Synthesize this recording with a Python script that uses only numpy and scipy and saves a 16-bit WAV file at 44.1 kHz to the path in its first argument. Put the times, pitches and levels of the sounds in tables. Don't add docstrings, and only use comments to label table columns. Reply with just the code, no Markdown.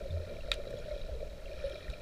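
import sys
import numpy as np
from scipy import signal
from scipy.fft import rfft, irfft, next_fast_len
from scipy.io import wavfile

SR = 44100
rng = np.random.default_rng(int(sys.argv[2]) if len(sys.argv) > 2 else 0)


def waveform_to_disk(signal):
    frames = np.transpose(np.atleast_2d(signal))
    scaled = np.clip(frames, -1, 1) * 32767
    samples = np.round(scaled).astype(np.int16)
    wavfile.write(sys.argv[1], SR, samples)


N = 88861


def amp(db):
    return 10 ** (np.asarray(db) / 20)


def unit(x):
    return x / np.sqrt(np.mean(x ** 2) + 1e-20)


def curve(rows):
    return np.interp(np.arange(N) / SR, *np.transpose(rows))


def colour(x, points):
    m = 2 * next_fast_len(len(x) // 2 + 8192)
    hz, db = np.transpose(points)
    log_hz = np.log(np.fft.rfftfreq(m, 1 / SR) + 1)
    gain = amp(np.interp(log_hz, np.log(hz), db))
    cepstrum = irfft(np.log(gain), m)
    cepstrum[1:m // 2] *= 2
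    cepstrum[m // 2 + 1:] = 0
    response = np.exp(rfft(cepstrum))
    return irfft(rfft(x, m) * response, m)[:len(x)]


def coloured_noise(size, points):
    return unit(colour(rng.standard_normal(size), points))


def add(out, start_s, sound):
    i = max(0, round(start_s * SR))
    out[i:i + len(sound)] += sound[:max(0, N - i)]


def bubble(hz, swell_s, t60_s):
    t = np.arange(SR // 2) / SR
    swell = np.sin(np.pi / 2 * np.minimum(t / swell_s, 1))
    decay = amp(-60 * np.maximum(t - swell_s, 0) / t60_s)
    return swell * decay * np.sin(2 * np.pi * hz * t)


def swarm(count, hz, spread, cycles, scatter_db, size, rise=0):
    when = rng.random(count)
    pitch = rng.standard_normal(count)
    strength = np.minimum(rng.exponential(size=count), 3)
    bubble_hz = np.minimum(hz * np.exp(spread * pitch), SR / 3)
    turns = bubble_hz[:, None] * np.arange(size) / SR
    decay = amp(scatter_db * strength[:, None] - 60 * turns / cycles)
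    onset = 1 - np.exp(-turns)
    waves = decay * onset * np.sin(2 * np.pi * turns * (1 + rise * turns / cycles))
    at = (when * N).astype(int)[:, None] + np.arange(size)
    return unit(np.bincount(at.ravel() % N, waves.ravel(), N))


def near_bubbles():
    # start in seconds, pitch in Hz, level in dB before
    # muffling, swell in seconds, t60 in seconds.
    throbs = [(0.084, 83.8, -30.5, 0.079, 0.38), (0.102, 141, -39.5, 0.0049, 0.081),
              (0.469, 43.3, -34.5, 0.046, 0.48), (0.918, 44.2, -34.5, 0.024, 0.28),
              (0.991, 25.5, -33.5, 0.067, 0.28), (1.11, 56.3, -35, 0.0223, 0.21),
              (1.653, 52.6, -36, 0.018, 0.062), (1.881, 47, -31, 0.023, 0.059)]
    glugs = [(.048, 550, -37, 0.017, 0.053), (.139, 570, -37, 0.0031, 0.067),
             (.172, 609, -33, 0.0015, 0.054), (0.203, 590, -40, 0.002, 0.024),
             (.306, 577, -39.5, 0.011, 0.035), (.484, 615, -31, 0.0022, 0.026),
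             (.570, 595, -36, 0.0078, 0.075), (.599, 578, -33, 0.0014, 0.085),
             (0.67, 550, -31, 0.0017, 0.034), (.709, 574, -33.5, 0.003, 0.047),
             (.739, 514, -28.5, 0.003, 0.017), (.858, 610, -37.5, 0.0021, 0.019),
             (.909, 599, -30, 0.0095, 0.067), (0.963, 561, -33.5, 0.00098, 0.1),
             (1.094, 610, -34, 0.0015, 0.05), (1.146, 454, -39.5, 0.0095, 0.09),
             (1.227, 556, -30.5, 0.0035, 0.035), (1.640, 553, -27, 0.0048, 0.13),
             (1.672, 544, -35, 0.0053, 0.079), (1.706, 589, -37, 0.0083, 0.061)]
    # start in seconds, pitch in Hz, level in dB.
    plinks = [(0.106, 3640, -46), (.367, 2330, -46), (0.407, 2730, -45.5), (0.476, 1410, -51),
              (.676, 3930, -47), (0.727, 1780, -47.5), (0.771, 3380, -50), (0.787, 6800, -54.5),
              (.983, 3370, -53), (1.014, 3850, -43), (1.204, 2330, -50.5), (1.456, 3220, -51),
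              (1.458, 2730, -45.5), (1.479, 2280, -49), (1.514, 2430, -46), (1.6, 2400, -45.5),
              (1.613, 1380, -49), (1.638, 1760, -46.5), (1.660, 10000, -58.5), (1.662, 3850, -49),
              (1.677, 1730, -52), (1.719, 3220, -46), (1.881, 1840, -42.5), (1.938, 2430, -41)]
    hollow_edge_hz = 704
    plink_swell_s, plink_t60_s = 0.0015, 0.024

    out = np.zeros(N)
    for start_s, hz, db, swell_s, t60_s in throbs + glugs:
        add(out, start_s, amp(db) * bubble(hz, swell_s, t60_s))
    lowpass = signal.butter(8, hollow_edge_hz, fs=SR, output="sos")
    out = signal.sosfiltfilt(lowpass, out)
    for start_s, hz, db in plinks:
        add(out, start_s, amp(db) * bubble(hz, plink_swell_s, plink_t60_s))
    return out


def clicks():
    # start in seconds, level in dB, crack level in dB relative to that.
    contacts = [(.5164, -20.5, -15), (.5405, -42, -0.5), (.7065, -54, 1), (1.697, -55, 1),
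                (1.9005, -44, -9)]
    # frequency in Hz, relative level in dB, t60 in seconds.
    modes = [(600, -5, 0.018), (1360, -7, 0.026), (1820, -5, 0.016), (2406, -6, 0.016), (2537, -2, 0.017),
             (3320, -6, 0.028), (3500, 0.5, 0.014), (3790, 3, 0.019), (4600, -8.5, 0.015),
             (5470, -21, 0.034), (7250, -14.5, 0.013), (11280, -40, 0.02)]
    # frequency in Hz, relative level in dB.
    crack_tone = [(900, -5), (2000, -10), (3800, -3), (6000, -5), (10000, -5), (12000, -17), (16000, -12)]
    # frequency in Hz, relative level in dB.
    pool_tone = [(700, -26), (1400, -1.5), (2500, 2), (4200, 0.5), (5400, -9.5), (10000, -24), (13000, -30)]
    crack_t60_s, ring_up_cycles = 0.017, 1.3
    pool_db, pool_swell_s = -23, 0.014

    out = np.zeros(N)
    t = np.arange(SR // 5) / SR
    pool_swell = (t / pool_swell_s * np.exp(1 - t / pool_swell_s)) ** 2
    for start_s, db, crack_db in contacts:
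        ring = np.zeros(len(t))
        for hz, mode_db, t60_s in modes:
            decay = amp(mode_db - 60 * t / t60_s)
            build_up = 1 - np.exp(-(t * hz / ring_up_cycles) ** 2)
            ring += decay * build_up * np.sin(2 * np.pi * (hz * t + rng.random()))
        crack = amp(crack_db - 60 * t / crack_t60_s) * coloured_noise(len(t), crack_tone)
        echoes = amp(pool_db) * pool_swell * coloured_noise(len(t), pool_tone)
        add(out, start_s, amp(db) * (ring + crack + echoes))
    return out


def gurgle():
    # time in seconds, level in dB.
    churn_level = [(0, -45), (.12, -50.5), (.33, -44), (.41, -50.5), (.58, -47.5), (.76, -46.5), (.88, -48),
                   (1.03, -50), (1.13, -46.5), (1.25, -47), (1.3, -50), (1.45, -54.5), (1.52, -46.5),
                   (1.6, -48.5), (1.71, -46), (1.82, -50.5), (2.01, -52)]
    # frequency in Hz, relative gain in dB.
    hollow_tone = [(150, -39.5), (300, -21.5), (380, -12.5), (480, -10.5), (555, -2.5), (610, -0.5),
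                   (670, -7.5), (760, -29.5), (1000, -47), (2000, -70)]
    bubbles = swarm(count=800, hz=510, spread=0.3, cycles=22, scatter_db=1.2, size=2600, rise=0.1)
    return amp(curve(churn_level)) * unit(colour(bubbles, hollow_tone))


def fizz():
    # time in seconds, level in dB.
    fizz_level = [(0, -60), (.25, -59.5), (.45, -58.5), (.7, -59), (.92, -56), (1.1, -61.5), (1.4, -63),
                  (1.52, -60), (1.62, -53.5), (1.72, -54), (1.83, -56.5), (2.01, -58.5)]
    # frequency in Hz, relative gain in dB.
    shell_tone = [(700, -51), (1150, -14.5), (1370, 4.5), (1600, -14), (1850, 1.5), (2070, -37.5),
                  (2370, 7), (2900, -20), (3300, 1.5), (3520, -8), (3830, 8), (4400, 0), (4800, -7.5),
                  (5400, 0.5), (6000, -12), (7300, -21), (9300, -35), (10200, 0.5), (11000, -75),
                  (16000, -33)]
    # frequency in Hz, relative gain in dB.
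    blip_tone = [(900, -31), (1400, 1), (4200, -1.5), (6000, -8), (12000, -17)]
    hiss_db, blip_db = -8, -5.5

    bubbles = swarm(count=3000, hz=3450, spread=0.692, cycles=11, scatter_db=2.2, size=600)
    blips = swarm(count=600, hz=2600, spread=0.45, cycles=40, scatter_db=2.6, size=1200)
    hiss = amp(hiss_db) * rng.standard_normal(N)
    fine = unit(colour(bubbles + hiss, shell_tone))
    near = amp(blip_db) * unit(colour(blips, blip_tone))
    return amp(curve(fizz_level)) * unit(fine + near)


def rumble():
    # time in seconds, level in dB before the lift.
    surge_level = [(0, -42.5), (.2, -46.5), (.33, -49.5), (.42, -42), (.6, -44.5), (.7, -51.5), (.78, -47),
                   (.88, -46.5), (1.05, -44.5), (1.2, -42), (1.33, -47), (1.44, -46.5), (1.55, -43.5),
                   (1.7, -45), (1.83, -44.5), (2.01, -49.5)]
    # frequency in Hz, relative level in dB.
    surge_tone = [(10, -3), (20, 4.5), (28, -1.5), (45, -3.5), (62, -3.5), (85, -12.5), (120, -21.5),
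                  (200, -22.5), (400, -74.5)]
    # time in seconds, level in dB.
    murmur_level = [(0, -58.5), (.11, -58), (.23, -55), (.35, -54), (.58, -61.5), (.75, -50.5), (.9, -58.5),
                    (1.25, -60.5), (1.42, -61.5), (1.75, -64.5), (1.9, -52), (2.01, -60)]
    # frequency in Hz, relative level in dB.
    murmur_tone = [(50, -34), (110, -2), (190, -5.5), (250, -12.5), (400, -42.5), (900, -53)]
    # frequency in Hz, relative level in dB.
    wash_tone = [(40, 5), (190, -12.5), (270, -5.5), (400, -9.5), (800, -11), (1100, -15.5), (3000, -18.5),
                 (6000, -23), (11000, -31.5), (15000, -32.5)]
    surge_lift_db, wash_db = 1.0, -57

    surge = amp(curve(surge_level) + surge_lift_db) * coloured_noise(N, surge_tone)
    murmur = amp(curve(murmur_level)) * coloured_noise(N, murmur_tone)
    wash = amp(wash_db) * coloured_noise(N, wash_tone)
    return surge + murmur + wash


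def scene():
    mix = rumble() + gurgle() + fizz() + near_bubbles() + clicks()
    return mix[None]


def record(dry):
    top_hz = 15500
    m = next_fast_len(N + SR // 2)
    in_band = np.fft.rfftfreq(m, 1 / SR) < top_hz
    return irfft(rfft(dry, m) * in_band, m)[..., :N]


dry = scene()
out = record(dry)
waveform_to_disk(out)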